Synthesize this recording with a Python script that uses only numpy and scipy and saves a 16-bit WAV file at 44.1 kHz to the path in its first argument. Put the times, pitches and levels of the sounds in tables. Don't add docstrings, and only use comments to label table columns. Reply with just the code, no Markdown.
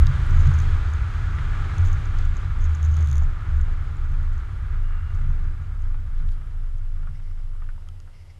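import sys
import numpy as np
from scipy import signal
from scipy.fft import rfft, irfft, next_fast_len
from scipy.io import wavfile
from scipy.ndimage import uniform_filter1d, minimum_filter1d

SR = 44100
rng = np.random.default_rng(int(sys.argv[2]) if len(sys.argv) > 2 else 0)


def file_out(sig):
    cols = np.atleast_2d(sig).T
    lim = np.clip(cols, -1, 1)
    pcm = np.round(lim * 32767).astype(np.int16)
    wavfile.write(sys.argv[1], SR, pcm)


N = 369999
T = np.arange(N) / SR

# (frequency [Hz], relative level [dB])
SNOW_COLOUR = [(400, -14), (650, -12.5), (800, -5.5), (1060, -2.5), (1200, -0.5), (1450, 3.5), (1550, -1),
               (1850, -2.5), (2100, -4.5), (2500, -8.5), (4000, -22.5)]
# (frequency [Hz], width [Hz], boost [dB])
ARCH_MODES = [(788, 18, 4.5), (1006, 50, 1.5), (1185, 45, 6), (1300, 90, 3), (1430, 97, 1), (1510, 85, -1),
              (1643, 123, 3), (1850, 50, -5), (2530, 320, -2.5)]


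def from_db(db):
    return 10 ** (np.asarray(db) / 20)


def rms_one(x):
    return x / np.sqrt(np.mean(x ** 2) + 1e-20)


def evened(x, span_s):
    return x / np.sqrt(uniform_filter1d(x ** 2, max(int(span_s * SR), 3)).clip(1e-12))


def in_time(rows):
    times, *columns = np.transpose(rows)
    return [np.interp(T, times, column) for column in columns]


def swells(rows, edge_s):
    return sum(from_db(db) * np.clip(0.5 + np.minimum(T - s, s + length - T) / edge_s, 0, 1)
               for s, length, db in rows)


def rolling(speed, level_db, power):
    return from_db(level_db) * speed ** power


def drift(per_s):
    knots = rng.standard_normal(N // 20)
    return rms_one(np.interp(T * per_s, np.arange(len(knots)), knots))


def tone(cycles):
    return np.sqrt(2) * np.sin(2 * np.pi * cycles)


def grains(per_s, spread_db):
    sizes = from_db(spread_db * np.minimum(rng.exponential(1, N), 4)) * rng.choice([-1, 1], N)
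    return sizes * (rng.random(N) < per_s / SR)


def clicks_at(s, db):
    out = np.zeros(N)
    out[np.clip(np.round(np.asarray(s) * SR).astype(int), 0, N - 1)] = from_db(db)
    return out


def ring(clicks, hz, t60):
    decay, angle = from_db(-60 / (t60 * SR)), 2 * np.pi * hz / SR
    return signal.lfilter([0, np.sin(angle)], [1, -2 * decay * np.cos(angle), decay ** 2], clicks + 1e-18)


def resonant(x, modes):
    for hz, width, db in modes:
        x = x + (from_db(db) - 1) * signal.lfilter(*signal.iirpeak(hz, hz / width, fs=SR), x)
    return rms_one(x)


def coloured(x, spectrum):
    size = next_fast_len(N + SR // 4) * 2
    hz, db = np.transpose(spectrum)
    octaves = np.log2(np.maximum(np.fft.rfftfreq(size, 1 / SR), 1))
    outside = np.maximum(np.log2(hz[0]) - octaves, 0) + np.maximum(octaves - np.log2(hz[-1]), 0)
    curve_db = np.interp(octaves, np.log2(hz), db) - 20 * np.minimum(outside, 2)
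    cepstrum = irfft(np.log(from_db(curve_db)))
    cepstrum[1:size // 2] *= 2
    cepstrum[size // 2 + 1:] = 0
    return rms_one(irfft(rfft(x, size) * np.exp(rfft(cepstrum)))[:N])


def swinging(modes, span_s):
    hz = np.fft.rfftfreq(2 * next_fast_len(N), 1 / SR)[1:]
    power = sum(from_db(db) ** 2 / (1 + 1.1 * ((hz - centre ** 2 / hz) / (1.5 * width)) ** 2) ** 2
                for centre, width, db in modes)
    bumps = rng.standard_normal((2, len(hz)))
    spectrum = np.sqrt(power) * (bumps[0] + 1j * bumps[1])
    return evened(irfft(np.r_[0, spectrum])[:N], span_s)


def still_air():
    # (frequency [Hz], relative level [dB])
    colour = [(100, -3), (230, 3.5), (600, 1.5), (1200, -3.5), (1700, -6.5), (2100, -5), (2400, -9),
              (2850, -5.5), (4200, -12), (5100, -11), (6200, -16), (8200, -14), (9200, -20.5),
              (11000, -14.5), (12500, -25), (15000, -35)]
    return from_db(-62.5) * coloured(rng.standard_normal(N), colour)


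def whine():
    # (frequency [Hz], rms level [dB])
    partials = [(3000, -90), (4000, -95), (5000, -90), (7000, -98), (10000, -93), (11070, -94)]
    return sum(from_db(db) * tone(hz * T) for hz, db in partials)


def engine(firing_hz=25.74, wander=0.0075, ease_s=8.0, ease_takes_s=0.14):
    # (multiple of the firing rate, rms level [dB], change off load [dB])
    orders = [(3, -41.5, -10), (3.5, -48, 1.5), (4.5, -66, -7), (5, -63.5, -2), (6, -67, 1), (7, -74, 3)]
    firings = np.cumsum(firing_hz * (1 + wander * drift(1.8))) / SR
    eased = np.clip((T - ease_s) / ease_takes_s, 0, 1)
    throb = from_db(0.5 * drift(11))
    return throb * sum(from_db(db + ease_db * eased + 3.5 * drift(25)) * tone(k * firings + rng.random())
                       for k, db, ease_db in orders)


def brake_pads(uneven_db=4.0):
    # (start [s], length [s], level [dB])
    rubs = [(7.1, 0.35, -72), (8.08, 0.33, -71)]
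    # (frequency [Hz], width [Hz], relative level [dB])
    modes = [(2070, 230, 2), (2800, 250, -7), (5100, 900, -8)]
    return swells(rubs, edge_s=0.06) * from_db(uneven_db * drift(45)) * swinging(modes, span_s=0.05)


def brake_squeal(waver_hz=16, uneven_db=1.5):
    # (start [s], length [s], first pitch [Hz], last pitch [Hz], level [dB])
    squeals = [(4.825, 0.083, 2850, 2825, -66.5), (4.91, 0.11, 2840, 2730, -64.5),
               (5.02, 0.11, 2845, 2820, -66)]
    out = np.zeros(N)
    for s, length, first_hz, last_hz, db in squeals:
        hz = in_time([(s, first_hz), (s + length, last_hz)])[0] + waver_hz * drift(150)
        out += swells([(s, length, db)], edge_s=0.025) * tone(np.cumsum(hz) / SR)
    return out * from_db(uneven_db * drift(110))


def door_latch():
    # (time [s], level [dB], offset of the two lowest modes [dB])
    clicks = [(7.888, -42.5, 2.5), (8.002, -41, -13)]
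    # (frequency [Hz], gain [dB], t60 [s])
    modes = [(1310, -7, 0.022), (3200, -3.5, 0.0094), (4960, -6, 0.0033), (5700, -11, .003),
             (6500, -7.5, 0.0054), (8400, -16, .003)]
    s, db, low_db = np.transpose(clicks)
    return sum(ring(clicks_at(s, db + mode_db + low_db * (k < 2)), hz, t60)
               for k, (hz, mode_db, t60) in enumerate(modes))


def ice_grit():
    # (start [s], length [s], level [dB])
    showers = [(0.22, 0.49, -62), (3.05, 0.077, -60), (4.1, 0.33, -69.5), (5.8, .06, -78),
               (6.27, 0.084, -67.5)]
    # (frequency [Hz], relative level [dB])
    colour = [(1500, -11.5), (3400, 6), (4800, 4.5), (6600, -2), (8500, -2.5), (12000, -6.5), (14500, -33)]
    return swells(showers, edge_s=0.021) * coloured(grains(per_s=700, spread_db=5.5), colour)


def ice_chips(crack=0.15):
    # (time [s], level [dB], pitch [Hz], t60 [s])
    strikes = [(0.07, -32, 3870, 0.0082), (0.070, -29.5, 4770, 0.0048), (0.265, -47, 9500, .004),
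               (1.386, -26, 1890, 0.01), (1.391, -35, 2920, 0.004), (2.188, -37, 4700, 0.0046),
               (6.290, -36.5, 3140, 0.0019)]
    out = np.zeros(N)
    for s, db, hz, t60 in strikes:
        hit = clicks_at([s], db)
        out += ring(hit, hz, t60) + crack * ring(hit, 0.97 * min(hz, 4700), t60 / 4)
    return out


def body_sway(speed, moving, sway_hz=24.76, wander=0.03593):
    # (start [s], length [s], level [dB])
    bumps = [(0.0, 0.07, -11), (0.27, 0.24, -14), (0.65, 0.11, -16), (1.13, 0.18, -30), (1.38, 0.32, -23.5),
             (1.84, 0.12, -15.5), (2.1, 0.25, -18.5), (2.56, 0.14, -17.5), (3.18, 0.15, -16.5),
             (3.5, 0.3, -20), (3.96, 0.43, -20.5), (4.7, 0.29, -20), (5.11, 0.44, -20), (5.78, 0.24, -20.5),
             (6.1, 0.28, -19.5), (6.5, 0.62, -23.5), (7.18, 0.6, -26)]
    cycles = np.cumsum(sway_hz * (1 + wander * drift(4.7))) / SR + rng.random()
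    gain = np.maximum(moving * rolling(speed, level_db=-30, power=0.11), swells(bumps, edge_s=0.14))
    return gain * tone(cycles)


def body_panel(speed, uneven_db=2.7):
    # (start [s], length [s], level [dB])
    jolts = [(0.02, 0.66, -28.5), (1.3, 0.65, -41), (2.7, 0.58, -35), (3.47, 0.31, -41.5),
             (3.92, 0.27, -36.5), (5.23, 0.1, -34.5), (6.16, 0.1, -40.5), (6.45, 0.15, -43.5),
             (6.97, 0.23, -44)]
    # (frequency [Hz], width [Hz], relative level [dB])
    modes = [(132.7, 10.3, 2.5), (120.3, 26, -11.5)]
    gain = np.hypot(rolling(speed, level_db=-36.5, power=0.74), swells(jolts, edge_s=0.13))
    return gain * from_db(uneven_db * drift(8)) * swinging(modes, span_s=0.17)


def mount_shake(speed, moving, ducking=0.39, uneven_db=2.5):
    # (frequency [Hz], width [Hz], relative level [dB])
    modes = [(30.64, 10, -2), (41.16, 12, -4.5), (57.83, 12, -0.5), (76.2, 12, 0.5), (90, 12, -2),
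             (101.4, 13, -12)]
    # (start [s], length [s], level [dB])
    ridges = [(0.0, 0.024, -4.5), (0.98, 0.085, -21), (4.07, 0.093, -26), (4.3, 0.087, -23.5),
              (4.49, 0.063, -22), (4.75, 0.19, -25), (5.11, 0.093, -28), (5.24, 0.1, -25.5),
              (5.39, 0.12, -28), (5.68, 0.053, -29), (5.82, 0.059, -29.5), (5.97, 0.17, -32.5),
              (6.19, 0.14, -29), (6.46, 0.064, -28.5), (6.66, 0.14, -34.5), (7.1, 0.053, -35.5),
              (7.58, 0.098, -39)]
    # (start [s], length [s], first pitch [Hz], last pitch [Hz], first level [dB], last level [dB])
    judders = [(0.288, 0.38, 83.8, 78.6, -17.5, -18), (1.766, 0.2, 87.5, 89.8, -21.5, -21),
               (2.631, .37, 77.75, 77.7, -22.5, -17), (3.004, .24, 75.9, 72.4, -20, -18),
               (3.52, 0.13, 71, 68.7, -23, -24), (4.347, .6, 59.03, 52.3, -29.5, -30.5)]
    jarring = np.hypot(moving * rolling(speed, level_db=-21, power=0.8), swells(ridges, edge_s=0.092))
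    shake = jarring * from_db(1.2 * drift(8.3)) * swinging(modes, span_s=0.12)
    for s, length, first_hz, last_hz, first_db, last_db in judders:
        hz, db = in_time([(s, first_hz, first_db), (s + length, last_hz, last_db)])
        locked = swells([(s, length, 0)], edge_s=0.033)
        swing = tone(np.cumsum(hz) / SR + rng.random())
        shake = shake * (1 - ducking * locked) + locked * from_db(db + uneven_db * drift(30)) * swing
    return shake


def housing_ticks(shake, chatter_db=-51, full_swing=0.25, bounce_s=0.0042, bounce_db=-6, hard_db=-33):
    # (start [s], length [s], first level [dB], last level [dB])
    rattles = [(0.347, 0.31, -41.5, -46), (1.842, 0.09, -39, -34), (2.345, 0.033, -33, -37),
               (2.597, 0.057, -34, -38), (2.727, 0.14, -36.5, -41), (2.905, 0.29, -42, -44),
               (4.31, 0.078, -47, -41)]
    # (time
    # [s], level [dB])
    knocks = [(0.068, -36), (0.309, -40), (0.41, -47), (0.474, -37), (0.505, -51), (0.539, -37.5),
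              (0.589, -34.5), (0.602, -35), (0.9362, -37.5), (1.782, -36), (1.862, -42), (1.873, -37),
              (1.885, -36), (2.015, -47), (2.0562, -44), (2.1868, -39), (2.2544, -41), (2.75, -39),
              (2.829, -37.5), (2.942, -39), (2.968, -34.5), (3.008, -40), (3.045, -44), (3.073, -35.5),
              (3.087, -40), (3.1, -41), (3.114, -35), (3.129, -33.5), (3.156, -35), (3.17, -36),
              (3.181, -34), (3.223, -41), (3.235, -40), (3.614, -41), (3.9686, -46), (4.117, -47),
              (4.2306, -45), (5.1482, -44.5), (5.153, -49), (5.2217, -47), (5.822, -50), (6.3123, -51),
              (6.783, -54)]
    # (frequency [Hz], gain [dB], t60 [s])
    modes = [(3570, -7, 0.0055), (4700, -31, 0.005), (6340, 1, 0.0041), (7060, -4, 0.0054),
             (9350, -15.5, 0.006), (11500, -16.5, 0.0042), (12700, -16, .002)]
    turns = signal.find_peaks(np.abs(shake), height=0.02, distance=SR // 260)[0]
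    runs_db = [np.interp(turns / SR, [s, s + length], [first, last], chatter_db, chatter_db)
               for s, length, first, last in rattles]
    swing_db = 20 * np.log10(np.minimum(np.abs(shake[turns]) / full_swing, 1))
    return_db = -3 * (shake[turns] < 0)
    scatter_db = 5.5 * rng.uniform(-2.1, 1, N)[turns]
    turn_db = np.max(runs_db, axis=0) + 1.2 * swing_db + return_db + scatter_db
    flight_s = bounce_s * rng.uniform(0.66, 1.4, N)[turns]
    chatter = sum(clicks_at(turns / SR + 0.0036 + k * flight_s, turn_db + k * bounce_db) for k in range(3))
    hits = clicks_at(*np.transpose(knocks)) + chatter
    scuff = 0.16 * signal.lfilter([1], [1, -np.exp(-1 / (0.00081 * SR))], hits + 1e-18)
    ticks = sum((-1) ** k * from_db(db) * ring(hits + scuff * rng.standard_normal(N), hz, t60)
                for k, (hz, db, t60) in enumerate(modes))
    hardness = np.clip(-minimum_filter1d(-hits, size=SR // 200) / from_db(hard_db), 0, 1)
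    soft = signal.sosfilt(signal.butter(1, [5600, 7900], "band", fs=SR, output="sos"), ticks)
    return soft + hardness * (ticks - soft)


def snow_packing():
    # (start [s], length [s], level [dB])
    spells = [(6.7, 0.8, -69), (7.52, 0.38, -68.5)]
    crackle = coloured(grains(per_s=150, spread_db=5.0), SNOW_COLOUR)
    return swells(spells, edge_s=0.05) * resonant(crackle, ARCH_MODES)


def snow_crumps(t60=0.0093, crumble_s=0.0087, fractures_per_s=2000, low_cut_hz=550):
    # (time [s], level [dB], pitch [Hz])
    lumps = [(0.515, -29, 1440), (3.221, -34, 815), (3.68, -36.5, 700), (4.492, -38, 1272),
             (5.305, -39, 1300), (5.836, -47, 1423), (5.944, -37, 1260), (7.031, -42, 1332),
             (7.072, -38, 1310), (7.193, -50, 1330), (7.553, -47, 1240), (7.620, -40, 1200),
             (7.69, -40.5, 1507), (7.704, -52.5, 1450), (7.779, -47.5, 980), (7.822, -53, 1400),
             (8.076, -46, 1400)]
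    out, age = np.zeros(N), np.arange(SR // 8) / SR
    for s, db, hz in lumps:
        fractures = rng.uniform(-0.98, 1, len(age)) * (rng.random(len(age)) < fractures_per_s / SR)
        force = from_db(db) * ((age == 0) + 0.83 * fractures * np.exp(-age / crumble_s))
        thud = 0.33 * ring(force, 0.8 * hz, t60 / 2)
        crisp = 0.27 * ring(force, hz=2750, t60=0.002)
        burst = ring(force, hz, t60) + thud - crisp
        start = round(s * SR)
        out[start:start + len(age)] += burst[:N - start]
    return signal.sosfilt(signal.butter(2, low_cut_hz, "high", fs=SR, output="sos"), out + 1e-18)


def snow_crust():
    # (start [s], length [s], level [dB])
    patches = [(1.5, 0.295, -46), (3.36, 0.083, -48.5), (4.38, 0.065, -49.5), (4.7, 0.083, -48),
               (4.89, 0.092, -48), (4.99, 0.16, -52.5), (5.15, 0.12, -54), (5.28, 0.049, -54),
               (5.43, .05, -51), (6.19, 0.06, -54), (6.35, 0.16, -60.5), (6.94, 0.16, -63),
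               (7.6, 0.055, -58)]
    # (frequency [Hz], width [Hz], boost [dB])
    tyre_modes = [(1250, 150, 5), (1660, 80, 3.5)]
    fractures = coloured(grains(per_s=900, spread_db=2.5), SNOW_COLOUR)
    scrape = resonant(fractures, ARCH_MODES + tyre_modes)
    return swells(patches, edge_s=0.063) * evened(scrape, span_s=0.035)


def tyres(speed, crunch_db=-40, grip_s=3.22, grip_takes_s=0.17, slip_db=2.5):
    # (frequency [Hz], relative level [dB])
    spray_colour = [(1500, -15.5), (2400, 6.5), (2900, 5), (3300, 6), (4200, -1.5), (5500, -8), (6600, -6),
                    (8000, -13), (11000, -23), (15000, -41)]
    # (start [s], length [s], level [dB])
    puffs = [(0.42, 0.27, -61), (6.16, 0.074, -65)]
    # (frequency [Hz], relative level [dB])
    roar_colour = [(110, 5.5), (170, 2.5), (210, -1), (260, -3), (320, -1), (390, -6.5), (460, -9),
                   (620, -10), (900, -11), (1500, -18)]
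    # (frequency [Hz], width [Hz], boost [dB])
    hollow = [(396.6, 26, 7)]
    breaking = rolling(speed, crunch_db, power=0.99)
    per_s = 600 + 4700 * breaking / from_db(crunch_db)
    breaks = evened(grains(per_s, spread_db=1.5), span_s=0.064) + 0.71 * rng.standard_normal(N)
    patchy = drift(14)
    surges_db = (0.41 + 0.6 * (1 - speed)) * drift(55)
    crunch = resonant(coloured(breaks, SNOW_COLOUR), ARCH_MODES)
    crunch *= breaking * from_db(0.39 * patchy + surges_db)
    slipping = np.clip((grip_s - T) / grip_takes_s, 0, 1)
    flung = rolling(speed, level_db=-52, power=1) * from_db(slip_db * slipping)
    spray = coloured(0.5 * breaks + rng.standard_normal(N), spray_colour)
    spray *= np.hypot(flung, swells(puffs, edge_s=0.064)) * from_db(0.98 * patchy)
    roar = resonant(coloured(rng.standard_normal(N), roar_colour), hollow)
    roar *= rolling(speed, level_db=-44.5, power=0.89) * from_db(1.7 * patchy)
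    return crunch + spray + roar


def scene(creep_speed=0.034):
    # (time [s], relative speed [0-1])
    slowing = [(0, 0.96), (0.55, 0.96), (1.0, 0.76), (1.7, 0.74), (2.4, 0.55), (3.3, 0.44), (4.35, 0.31),
               (4.6, 0.28), (5.3, 0.22), (6.1, .13), (6.8, 0.069), (7.7, 0.044), (8.25, 0.017)]
    speed = in_time(slowing)[0]
    moving = np.tanh((speed / creep_speed) ** 2)
    shake = mount_shake(speed, moving)
    rumble = body_sway(speed, moving) + shake + body_panel(speed)
    bed = still_air() + whine()
    car = engine() + housing_ticks(shake) + brake_pads() + brake_squeal() + door_latch()
    snow = tyres(speed) + snow_crust() + snow_crumps() + snow_packing()
    ice = ice_chips() + ice_grit()
    return (bed + rumble + car + snow + ice)[None]


def record(dry):
    return signal.sosfilt(signal.cheby2(14, 70, 15700, fs=SR, output="sos"), dry)


dry = scene()
out = record(dry)
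file_out(out)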